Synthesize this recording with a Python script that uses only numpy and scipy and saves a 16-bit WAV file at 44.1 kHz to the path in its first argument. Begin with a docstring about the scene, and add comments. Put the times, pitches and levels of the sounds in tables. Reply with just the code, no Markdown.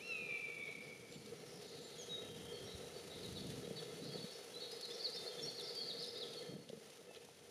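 """In a wood, a buzzard on a branch gives one hoarse, falling mew, and the trees throw it back.
Its voice is a few harmonics shaped by the throat and open beak. Farther off, small birds twitter in
gliding whistles and fast buzzes, over a low outdoor rumble and a little wind on the microphone.
Close up, a camera adds the soft whirr of its lens motor, hiss, and handling bumps, ticks and rustles."""
import sys
import numpy as np
from scipy import signal
from scipy.fft import rfft, irfft
from scipy.io import wavfile

SR = 44100
rng = np.random.default_rng(int(sys.argv[2]) if len(sys.argv) > 2 else 0)


def transcribe(signal):
    """Save signal, clipped to [-1, 1], as a 16-bit WAV file at the path in sys.argv[1]."""
    frames = np.atleast_2d(signal).T
    limited = np.clip(frames, -1, 1)
    pcm = np.round(limited * 32767).astype(np.int16)
    wavfile.write(sys.argv[1], SR, pcm)


N = 330750
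TIME = np.arange(N) / SR
HZ = np.fft.rfftfreq(N, 1 / SR)
SIDES = np.array([[1], [-1]])  # left, right


def amp(db):
    """Decibels to gain."""
    return 10 ** (np.asarray(db) / 20)


def unit(x):
    """Scales to an rms of one."""
    return x / np.sqrt(np.mean(x ** 2) + 1e-20)


def curve_at(points, hz):
    """Reads a curve on a log-frequency axis."""
    freqs, values = np.transpose(points)
    return np.interp(np.log(hz + 1), np.log(freqs + 1), values)


def follow(rows, t=TIME):
    """Every lane of an automation table at the times t."""
    times, *lanes = np.transpose(rows)
    return [np.interp(t, times, lane) for lane in lanes]


def add(mix, s, sound):
    """Drops a sound into the mix at s seconds."""
    part = mix[max(round(s * SR), 0):][:len(sound)]
    part += sound[:len(part)]


def noise(gain):
    """Unit-rms noise, coloured by a gain at each frequency."""
    return unit(irfft(rfft(rng.standard_normal(N)) * gain, N))


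def wander(hz):
    """A smooth random modulator that moves up to about hz times a second."""
    return noise(np.exp(-(HZ / hz) ** 2))


# colour of the rumble and of the wind: (frequency [Hz], level [dB])
RUMBLE_EQ = [(25, -50), (50, -37), (80, -25), (120, -5), (155, 0.5), (220, -1.5), (310, -6), (600, -18),
             (1000, -35), (2000, -62)]
WIND_EQ = [(15, -40), (35, -13), (60, -5), (85, 5.5), (130, 5.5), (250, -42)]
# the bed between swells: (time [s], rumble [dB], wind [dB])
CALM = [(0, -65, -78), (4.4, -67, -84.5), (7, -68, -82), (7.5, -71, -77)]
# swells over that bed: (peak time [s], rise [s], fall [s], rumble [dB], wind [dB])
SWELLS = [(1.05, .5, 0.86, -63, -76), (2.52, 0.31, 0.5, -60.5, -64), (3.46, 0.17, 0.15, -51, -57.5),
          (4.22, 0.32, 0.019, -53, -73), (5.43, 0.04, 0.072, -57, -88), (5.85, 0.055, 0.4, -62, -90),
          (6.55, 0.051, 0.1, -57, -82)]

def outdoors(rumble_trim_db=-0.27, wind_trim_db=-1, lumpy_db=2.0, lumpy_hz=14):
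    """A low rumble that swells and settles, with soft gusts on the microphone beneath it."""
    power = amp(follow(CALM)) ** 2
    for s, rise_s, fall_s, *peak_db in SWELLS:
        swell = np.exp(-((TIME - s) / np.where(TIME < s, rise_s, fall_s)) ** 2)
        power += np.outer(amp(peak_db) ** 2, swell)
    rumble_level, wind_level = np.sqrt(power) * amp(lumpy_db * wander(lumpy_hz))
    rumble = noise(amp(curve_at(RUMBLE_EQ, HZ))) * rumble_level
    wind = noise(amp(curve_at(WIND_EQ, HZ))) * wind_level
    return rumble * amp(rumble_trim_db) + wind * amp(wind_trim_db)


# resonances of the lens barrel: (frequency [Hz], half-width [Hz], level [dB])
BARREL_MODES = [(477.2, 20.5, 0), (417.6, 47, -3.5), (647, 102, -16.5), (1316, 59, -20.5), (1762, 31, -20),
                (2077, 71, -21)]
# how hard the motor runs, and the hiss that rides with it: (time [s], whirr [dB], hiss [dB])
MOTOR = [(0.0, -57, -71), (1.04, -60.5, -71.5), (1.95, -57, -69.5), (2.25, -56, -68.5), (3.28, -54, -67),
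         (3.32, -60.5, -66.5), (3.76, -53.5, -67.5), (4.51, -56, -67.5), (5.2, -54.5, -66.3),
         (6.15, -55.5, -69), (6.47, -53, -68.5), (6.56, -61, -75.5), (6.92, -63.5, -70.5),
         (7.08, -63.5, -74.5), (7.17, -58.5, -72), (7.27, -67.5, -73), (7.5, -64, -72.5)]

def lens_whirr(trim_db=0.36, flutter_db=2.0, flutter_hz=18, low_cut_hz=230):
    """The lens motor's restless small moves ring the resonances of the barrel."""
    barrel = sum(amp(db) / (1 + ((HZ - hz) / width) ** 2) for hz, width, db in BARREL_MODES)
    low_cut = HZ ** 2 / (HZ ** 2 + low_cut_hz ** 2)
    whirr_db, _ = follow(MOTOR)
    return noise(barrel * low_cut) * amp(whirr_db + trim_db + flutter_db * wander(flutter_hz))


# colour of the hiss: (frequency [Hz], level [dB])
HISS_EQ = [(40, -19), (200, -3), (750, 6.5), (1100, 0.5), (1600, 1.5), (2300, 2), (3000, 4.5), (4400, 2.5),
           (6500, 1.5), (7900, -5.5), (9000, -1), (10000, 0.5), (12000, -7), (15000, -15)]
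# how alike its two sides are: (frequency [Hz], likeness [1 and above is mono])
HISS_LIKENESS = [(250, .975), (750, .975), (1400, .95), (2500, 1.2), (6000, .975), (8000, 0.7),
                 (10000, 0.66), (12500, 0.5), (15000, 0.3)]
# its lean: (frequency [Hz], left over right [dB])
HISS_PAN = [(6500, 0), (9000, 2), (14000, 3.5)]

def hiss(trim_db=8.5, flicker_db=1.32, flicker_hz=80):
    """A fine flickering hiss, wider and leaning left in the top octave."""
    mid, side = rfft(rng.standard_normal((2, N)))
    likeness = np.clip(curve_at(HISS_LIKENESS, HZ), 0, 1)
    pair = np.sqrt(1 + likeness) * mid + SIDES * np.sqrt(1 - likeness) * side
    colour = amp(curve_at(HISS_EQ, HZ) + SIDES * curve_at(HISS_PAN, HZ) / 2)
    _, hiss_db = follow(MOTOR)
    return unit(irfft(pair * colour, N)) * amp(hiss_db + trim_db + flicker_db * wander(flicker_hz))


# a hand brushing the camera: (time [s], length [s], level [dB])
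RUSTLES = [(1.113, 0.068, -61), (6.679, 0.034, -57.5), (7.139, 0.052, -62)]

def rustles(centre_hz=3600, width_hz=1200, grain_db=4, grain_hz=120):
    """A hand rubs the camera in short, grainy strokes."""
    envelope = np.zeros(N)
    for s, length, db in RUSTLES:
        add(envelope, s, amp(db) * np.hanning(int(length * SR)))
    grain = unit(amp(grain_db * wander(grain_hz)))
    band = 1 / (1 + ((HZ - centre_hz) / width_hz) ** 2) ** 2
    return envelope * grain * noise(band)


# colour of the ticks: (frequency [Hz], level [dB])
TICK_EQ = [(800, -41), (3500, 7.5), (6500, 3.5), (8000, -3.5), (10000, 4.5), (12500, -9), (15000, -23)]
# the sharpest ticks: (time [s], level [dB], tilt [dB per octave])
TICKS = [(1.124, -55, -3), (1.259, -51, -2), (2.642, -54, 0), (2.778, -56, 3), (3.258, -47, 2),
         (3.468, -54, 0), (3.503, -49, 0), (4.55, -53, 6), (4.716, -49.5, 4), (4.811, -46, 1),
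         (4.853, -53, 0), (4.908, -52.5, -2), (5.101, -50, 4), (5.427, -52, 0), (5.515, -54, 0),
         (5.597, -54, 8), (5.61, -50, 3), (5.619, -48, -2), (5.752, -45, -1), (6.025, -50.5, 0),
         (6.034, -50, -2), (6.043, -48, -2), (6.062, -54, 1), (6.072, -50.5, 2), (6.335, -47, -4),
         (6.691, -49, -5), (6.902, -56, 0), (7.148, -55, -13), (7.249, -55.5, -1)]

def ticks(trim_db=-1, decay_s=0.0049, faint_per_s=14, faint_db=9, crackle_db=4, crackle_hz=900):
    """Dry, crackly handling ticks, each duller or brighter, with many fainter ones among them."""
    t = TIME[:SR // 20]
    hz = np.fft.rfftfreq(len(t), 1 / SR)
    decay = np.exp(-t / decay_s)
    chance, size = rng.random((2, N))
    _, hiss_db = follow(MOTOR)
    faint_hits = (chance < faint_per_s / SR) * size * amp(hiss_db + faint_db)
    out = signal.fftconvolve(faint_hits, decay)[:N] * noise(amp(curve_at(TICK_EQ, HZ)))
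    octaves = np.log2(np.maximum(hz, 800) / 7000)  # the tilt pivots at 7 kHz, flat below 800 Hz
    for s, db, tilt_db in TICKS:
        colour = amp(curve_at(TICK_EQ, hz) + tilt_db * octaves)
        burst = unit(irfft(rfft(rng.standard_normal(len(t))) * colour, len(t)))
        add(out, s, amp(db + trim_db) * decay * burst)
    return out * unit(amp(crackle_db * wander(crackle_hz)))


# firm nudges of the camera: (time [s], level [dB], thud pitch [Hz], knock balance [dB])
BUMPS = [(2.745, -40.5, 85, -20), (3.321, -42.5, 111, -18), (3.489, -42, 131, -11), (3.675, -39, 190, 0),
         (3.708, -36, 182, 0), (4.155, -36.5, 200, -1), (4.241, -40, 189, -20), (4.018, -48, 172, -8),
         (5.424, -47, 183, -18), (6.49, -44.5, 170.5, -13), (6.773, -48, 210, -4), (6.563, -42, 189, 2),
         (6.698, -42, 215, 2), (6.73, -40, 230, 6)]
# light taps on its body: (time [s], level [dB], pitch [Hz])
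TAPS = [(7.015, -50.5, 587), (7.111, -47, 635), (7.288, -49.5, 730)]

def bumps(thud_s=0.0033, knock_hz=450, knock_s=0.0024, knock_boost_db=4, spread=0.071, tap_s=0.00093):
    """Each nudge of the camera gives a damped thud and a shorter knock; a light tap only knocks."""
    out, t = np.zeros(N), TIME[:SR // 10]

    def ring(hz, rise_s):
        """A few cycles that swell and die."""
        return t / rise_s * np.exp(1 - t / rise_s) * np.sin(2 * np.pi * hz * t)

    for s, db, thud_hz, balance_db in BUMPS:
        detune = np.exp(spread * rng.standard_normal())
        knock_gain = amp(balance_db + knock_boost_db)
        hit = ring(thud_hz, thud_s) + knock_gain * ring(knock_hz * detune, knock_s)
        add(out, s, amp(db) * hit / np.hypot(1, knock_gain))
    for s, db, hz in TAPS:
        add(out, s, amp(db) * ring(hz, tap_s))
    return signal.sosfilt(signal.butter(2, 75, "high", fs=SR, output="sos"), out)


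# the wood's reverb tails: (delay [s], around the buzzard [dB], around the songbirds [dB])
WOOD_TAILS = [(0, 3, 5), (.02, -0.5, -2), (.07, 0, -6.5), (.15, -4, -9), (.2, -4.5, -12), (.27, -3.5, -17),
              (.32, -9.5, -25), (.5, -15, -34), (.9, -29.5, -43)]

def wood(x, around, echoes_per_s=2000):
    """Trunks and branches scatter a sound into a second of small, fading echoes."""
    buzzard_db, songbirds_db = follow(WOOD_TAILS, TIME[:SR])
    tail = amp({"buzzard": buzzard_db, "songbirds": songbirds_db}[around])
    echoes = rng.choice([-1., 1.], SR) * (rng.random(SR) < echoes_per_s / SR) * tail
    return signal.fftconvolve(x, echoes / np.linalg.norm(echoes))[:N]


def twitter(count=24, from_s=.8, to_s=6.0, low_hz=3600, high_hz=5200, note_s=0.0614, max_glide=0.123,
            first_db=-71, last_db=-60, buzz=0.6, echo_db=4):
    """Faint, buzzy random notes from deep in the wood, growing louder."""
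    for k, (when, height, slope, hoarse) in enumerate(rng.random((count, 4))):
        progress = (k + when) / count
        s = from_s + progress * (to_s - from_s)
        hz = low_hz * (high_hz / low_hz) ** (height ** 2)
        db = first_db + progress * (last_db - first_db)
        yield s, note_s, hz, max_glide * (2 * slope - 1), 1, db, buzz * (.5 + hoarse), echo_db


# a far bird's short pips, on a high and a low note: (time [s], pitch [Hz], level [dB])
PIPS = [(2.525, 4420, -59.5), (2.935, 4520, -60), (3.36, 4440, -57), (3.63, 3280, -65.5),
        (3.756, 4490, -54.5), (4.095, 3344, -61), (4.115, 4475, -55.5), (4.198, 4470, -57),
        (4.28, 4435, -59), (4.505, 3370, -62.5), (4.601, 4390, -50.5), (5.445, 4390, -52),
        (6.338, 3225, -62.5), (6.355, 4396, -55)]
# a nearer bird's chips, each a lead-in buzz that breaks into a steep downward sweep:
# (time [s], length [s], top [Hz], end [Hz], bend [exponent], level [dB], lead-in level [dB])
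CHIPS = [(3.225, .036, 4604, 3660, 1.02, -53.5, -64), (3.352, 0.039, 4300, 3250, 1.12, -52.5, -69),
         (3.764, 0.04, 4110, 3180, 1.3, -53, -68), (4.163, 0.034, 4290, 3180, 1.3, -54.5, -62),
         (4.824, 0.033, 4560, 3860, 0.94, -46, -60), (5.039, 0.035, 4780, 3700, 1.42, -40.5, -47.5),
         (5.575, .043, 4810, 3290, .75, -48.5, -62), (5.878, 0.042, 4820, 3415, 1, -45, -52.5),
         (6.018, 0.034, 4700, 3460, 1.014, -47.5, -51), (6.206, 0.039, 4870, 3120, 0.6, -47, -54)]
# its short upward slurs: (time [s], start [Hz], level [dB])
SLURS = [(4.706, 4740, -53), (4.9, 3380, -50.5), (5.125, 4680, -51.5), (5.257, 4115, -47),
         (5.378, 3367, -51), (5.469, 4234, -46), (6.153, 3580, -51.5)]
# held whistles: (time [s], length [s], start [Hz], end [Hz], level [dB], echo bias [dB])
WHISTLES = [(0.608, .04, 3550, 3870, -63, 2), (.65, 0.09, 3990, 4010, -69, -1),
            (1.09, 0.056, 7300, 7100, -72, 2), (1.329, 0.08, 5700, 5550, -73, -1),
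            (1.676, 0.029, 7040, 5500, -67, 0), (1.81, 0.057, 7240, 7230, -66.5, -4),
            (1.979, 0.06, 6700, 5800, -56.5, -4), (2.09, .108, 3812, 3756, -51, -4),
            (2.215, .05, 2770, 2730, -69, -2), (2.629, 0.056, 5650, 5530, -65, 3),
            (4.537, 0.057, 3960, 4140, -52.5, 0), (5.144, 0.028, 5460, 5130, -52, -4),
            (5.161, 0.058, 3630, 3560, -52, 1), (5.306, 0.056, 3260, 3200, -57.5, -3),
            (5.405, 0.021, 6900, 5500, -59, 0), (5.422, 0.04, 5430, 5760, -49.5, -2.5),
            (5.754, 0.088, 4630, 4090, -46.5, 1), (5.759, 0.064, 3255, 3300, -56, -2),
            (6.076, 0.022, 5080, 5180, -52, -6), (7.076, 0.1, 2674, 2410, -71, -4)]
# hoarse phrases: (time [s], length [s], start [Hz], end [Hz], level [dB], buzz [0-1])
BUZZES = [(1.02, 0.31, 4660, 4200, -74, .6), (1.44, 0.16, 5560, 4820, -68.5, .8),
          (1.554, 0.44, 4410, 3903, -63.5, .9), (1.95, .09, 3340, 3240, -62, .25),
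          (2.199, 0.24, 3205, 3144, -66.5, .35), (2.45, .14, 3180, 3260, -63, .22),
          (2.656, 0.1, 3765, 3980, -60, .5), (3.094, 0.066, 3900, 3890, -56.5, .5),
          (4.009, 0.088, 4010, 4490, -56.5, .6), (4.607, 0.054, 3824, 3980, -53, .7),
          (4.923, 0.036, 6000, 5340, -56.5, .9), (5.621, 0.032, 5300, 4760, -52, .9),
          (5.645, 0.065, 4750, 4400, -48.5, .8), (5.985, 0.04, 4850, 5090, -54, .8),
          (6.14, 0.042, 4650, 4730, -56, .8)]

def song_notes(pip_s=0.055, pip_sag=.015, pip_echo_db=-0.5, pure_buzz=0.037, whistle_bend=2.19,
               lead_s=0.052, lead_hz=4360, lead_rise=0.089, lead_buzz=0.71, buzz_echo_db=4,
               chip_buzz=.16, chip_echo_db=0.3, slur_s=0.0294, slur_rise=0.11, slur_bend=1.52):
    """The small birds' cue list, note by note; a bend under 1 glides fastest at first."""
    for s, hz, db in PIPS:
        yield s, pip_s, hz, -pip_sag, 1, db, pure_buzz, pip_echo_db
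    for s, length, hz, end_hz, bend, db, lead_db in CHIPS:
        yield s - lead_s, lead_s, lead_hz, lead_rise, 1, lead_db, lead_buzz, buzz_echo_db
        yield s, length, hz, end_hz / hz - 1, bend, db, chip_buzz, chip_echo_db
    for s, hz, db in SLURS:
        yield s, slur_s, hz, slur_rise, slur_bend, db, chip_buzz, chip_echo_db
    for s, length, hz, end_hz, db, echo_db in WHISTLES:
        yield s, length, hz, end_hz / hz - 1, whistle_bend, db, pure_buzz, echo_db
    for s, length, hz, end_hz, db, buzz in BUZZES:
        yield s, length, hz, end_hz / hz - 1, 1, db, buzz, buzz_echo_db
    yield from twitter()


def songbirds(buzz_depth_hz=380, flutter_hz=400, waver=0.0031, waver_hz=200, edge_s=.006, buzz_fade=0.31,
              near_db=-51, wet_slope=0.29, blur_rad=0.76, blur_hz=70):
    """Crisp gliding whistles and softer-edged fast buzzes; returns the direct sound and an echo send."""
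    direct, send = np.zeros(N), np.zeros(N)
    flutter, drift, sway = wander(flutter_hz), wander(waver_hz), wander(blur_hz)
    for s, length, start_hz, glide, bend, db, buzz, echo_db in song_notes():
        progress = np.linspace(0, 1, int(length * SR))
        span = slice(int(s * SR), int(s * SR) + len(progress))
        pitch = start_hz * (1 + glide * progress ** bend) * (1 + waver * drift[span])
        pitch += buzz * buzz_depth_hz * flutter[span]
        phase = 2 * np.pi * np.cumsum(pitch) / SR
        fades = signal.windows.tukey(len(progress), 2 * edge_s / length + buzz_fade * buzz)
        level = np.sqrt(2) * amp(db) * fades
        # faint notes come from deeper in the wood: more of them is echo, blurred in pitch
        wet_db = wet_slope * (near_db - db) + echo_db
        add(direct, s, level * np.sin(phase) * amp(-wet_db / 2))
        add(send, s, level * np.sin(phase + blur_rad * sway[span]) * amp(wet_db / 2))
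    return direct, send


def mew_pitch(t, length_s, scoop_hz=215, scoop_s=.025, top_hz=1367.5, hold_s=.098,
              rest_hz=1188, sag_s=.094, sink_hz_per_s=110, drop_hz=70, drop_s=0.0139):
    """The mew scoops up, holds, sags towards a slowly sinking resting pitch and drops as it ends."""
    falling_s = np.maximum(t - hold_s, 0)
    scoop = scoop_hz * np.exp(-(t / scoop_s) ** 2)
    sag = (top_hz - rest_hz) * np.exp(-falling_s / sag_s)
    drop = drop_hz * np.exp((t - length_s) / drop_s)
    return rest_hz + sag - sink_hz_per_s * falling_s - scoop - drop


# resonances of the buzzard's throat and open beak: (frequency [Hz], level [dB])
THROAT_EQ = [(1150, -30), (1400, -15), (1900, -7), (2330, -0.5), (2650, -1.5), (2780, -0.5), (3500, -23.5),
             (3850, -21.5), (4120, -13), (4650, -39), (5150, -42), (5480, -18.5), (5900, -34), (6170, -15)]
# it pushes hard twice, then quavers to the end: (time [s], level [dB])
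EFFORT = [(0, -60), (.03, -58.5), (.065, -60), (.13, -45), (.19, -50), (.27, -54), (.3, -46), (.36, -44.5),
          (.42, -61), (.5, -54.5), (.56, -59), (.59, -52), (.64, -52.5), (.66, -53), (.685, -45.5),
          (.70, -71)]

def buzzard(length_s=.70, jitter=.0014, shimmer_db=1.8, unsteady_hz=150, hoarse_rad=0.46, hoarse_hz=70,
            strain_s=0.23, strain_jitter=0.0098, strain_hz=500, bright_db=5.0, split_db=-10,
            rasp=.1, rasp_hz=430, rasp_drift=0.097):
    """A slightly hoarse harmonic voice whose second partial sits on the throat's resonance."""
    on = TIME < length_s
    t = TIME[on]
    strain = np.exp(-(t / strain_s) ** 2)  # the strained attack is brighter and rougher
    pitch = mew_pitch(t, length_s) * (1 + jitter * wander(unsteady_hz)[on])
    level = amp(follow(EFFORT, t)[0] + shimmer_db * wander(unsteady_hz)[on])
    pitch *= 1 + strain_jitter * strain * wander(strain_hz)[on]
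    phase = 2 * np.pi * np.cumsum(pitch) / SR

    def partial(k):
        """One line of the voice, coloured by the throat; lines off the resonance are less steady."""
        slip = hoarse_rad * min(abs(k - 2), 1) * wander(hoarse_hz)[on]
        db = curve_at(THROAT_EQ, k * pitch) + bright_db * strain * (k - 1.5)
        return amp(db) * np.sin(k * phase + slip)

    voice = sum(map(partial, (1, 2, 3, 4)))
    # under strain, strong and weak cycles alternate, adding lines halfway between the harmonics
    voice += amp(split_db) * strain * sum(map(partial, (2.5, 3.5, 4.5)))
    # a fast tremor of the membranes puts faint sidebands around each line
    tremor_hz = rasp_hz * (1 + rasp_drift * wander(unsteady_hz)[on])
    tremor = 1 + rasp * np.sin(2 * np.pi * np.cumsum(tremor_hz) / SR)
    mew = np.sqrt(2) * level * voice * tremor * signal.windows.tukey(len(t), .02)
    return np.pad(mew, (0, N - len(t)))


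def scene(mew_echo_db=1, beam_hz=4900, song_db=-1.1, song_echo_db=-1.0, width_db=-29):
    """Birds and their echoes, straight ahead, over the outdoor bed and the camera's own sounds."""
    mew = buzzard()
    song, song_send = songbirds()
    # the beak beams its overtones forward, so the surrounding trees receive a duller call
    mew_send = irfft(rfft(mew) / np.hypot(1, (HZ / beam_hz) ** 4), N)
    birds = mew + amp(mew_echo_db) * wood(mew_send, around="buzzard")
    birds += amp(song_db) * song + amp(song_echo_db) * wood(song_send, around="songbirds")
    centre = birds + outdoors() + lens_whirr()
    # the two microphone capsules sit close together: only a trace of scattered sound gives width
    side = amp(width_db) * wood(centre, around="songbirds") * SIDES
    return centre + side + bumps() + ticks() + rustles() + hiss()


def record(dry, cutoff_hz=15500):
    """A steep high cut on the whole mix."""
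    lowpass = signal.firwin(511, cutoff_hz, window=("kaiser", 9), fs=SR)
    return signal.oaconvolve(dry, lowpass[None], "same")


dry = scene()
out = record(dry)
transcribe(out)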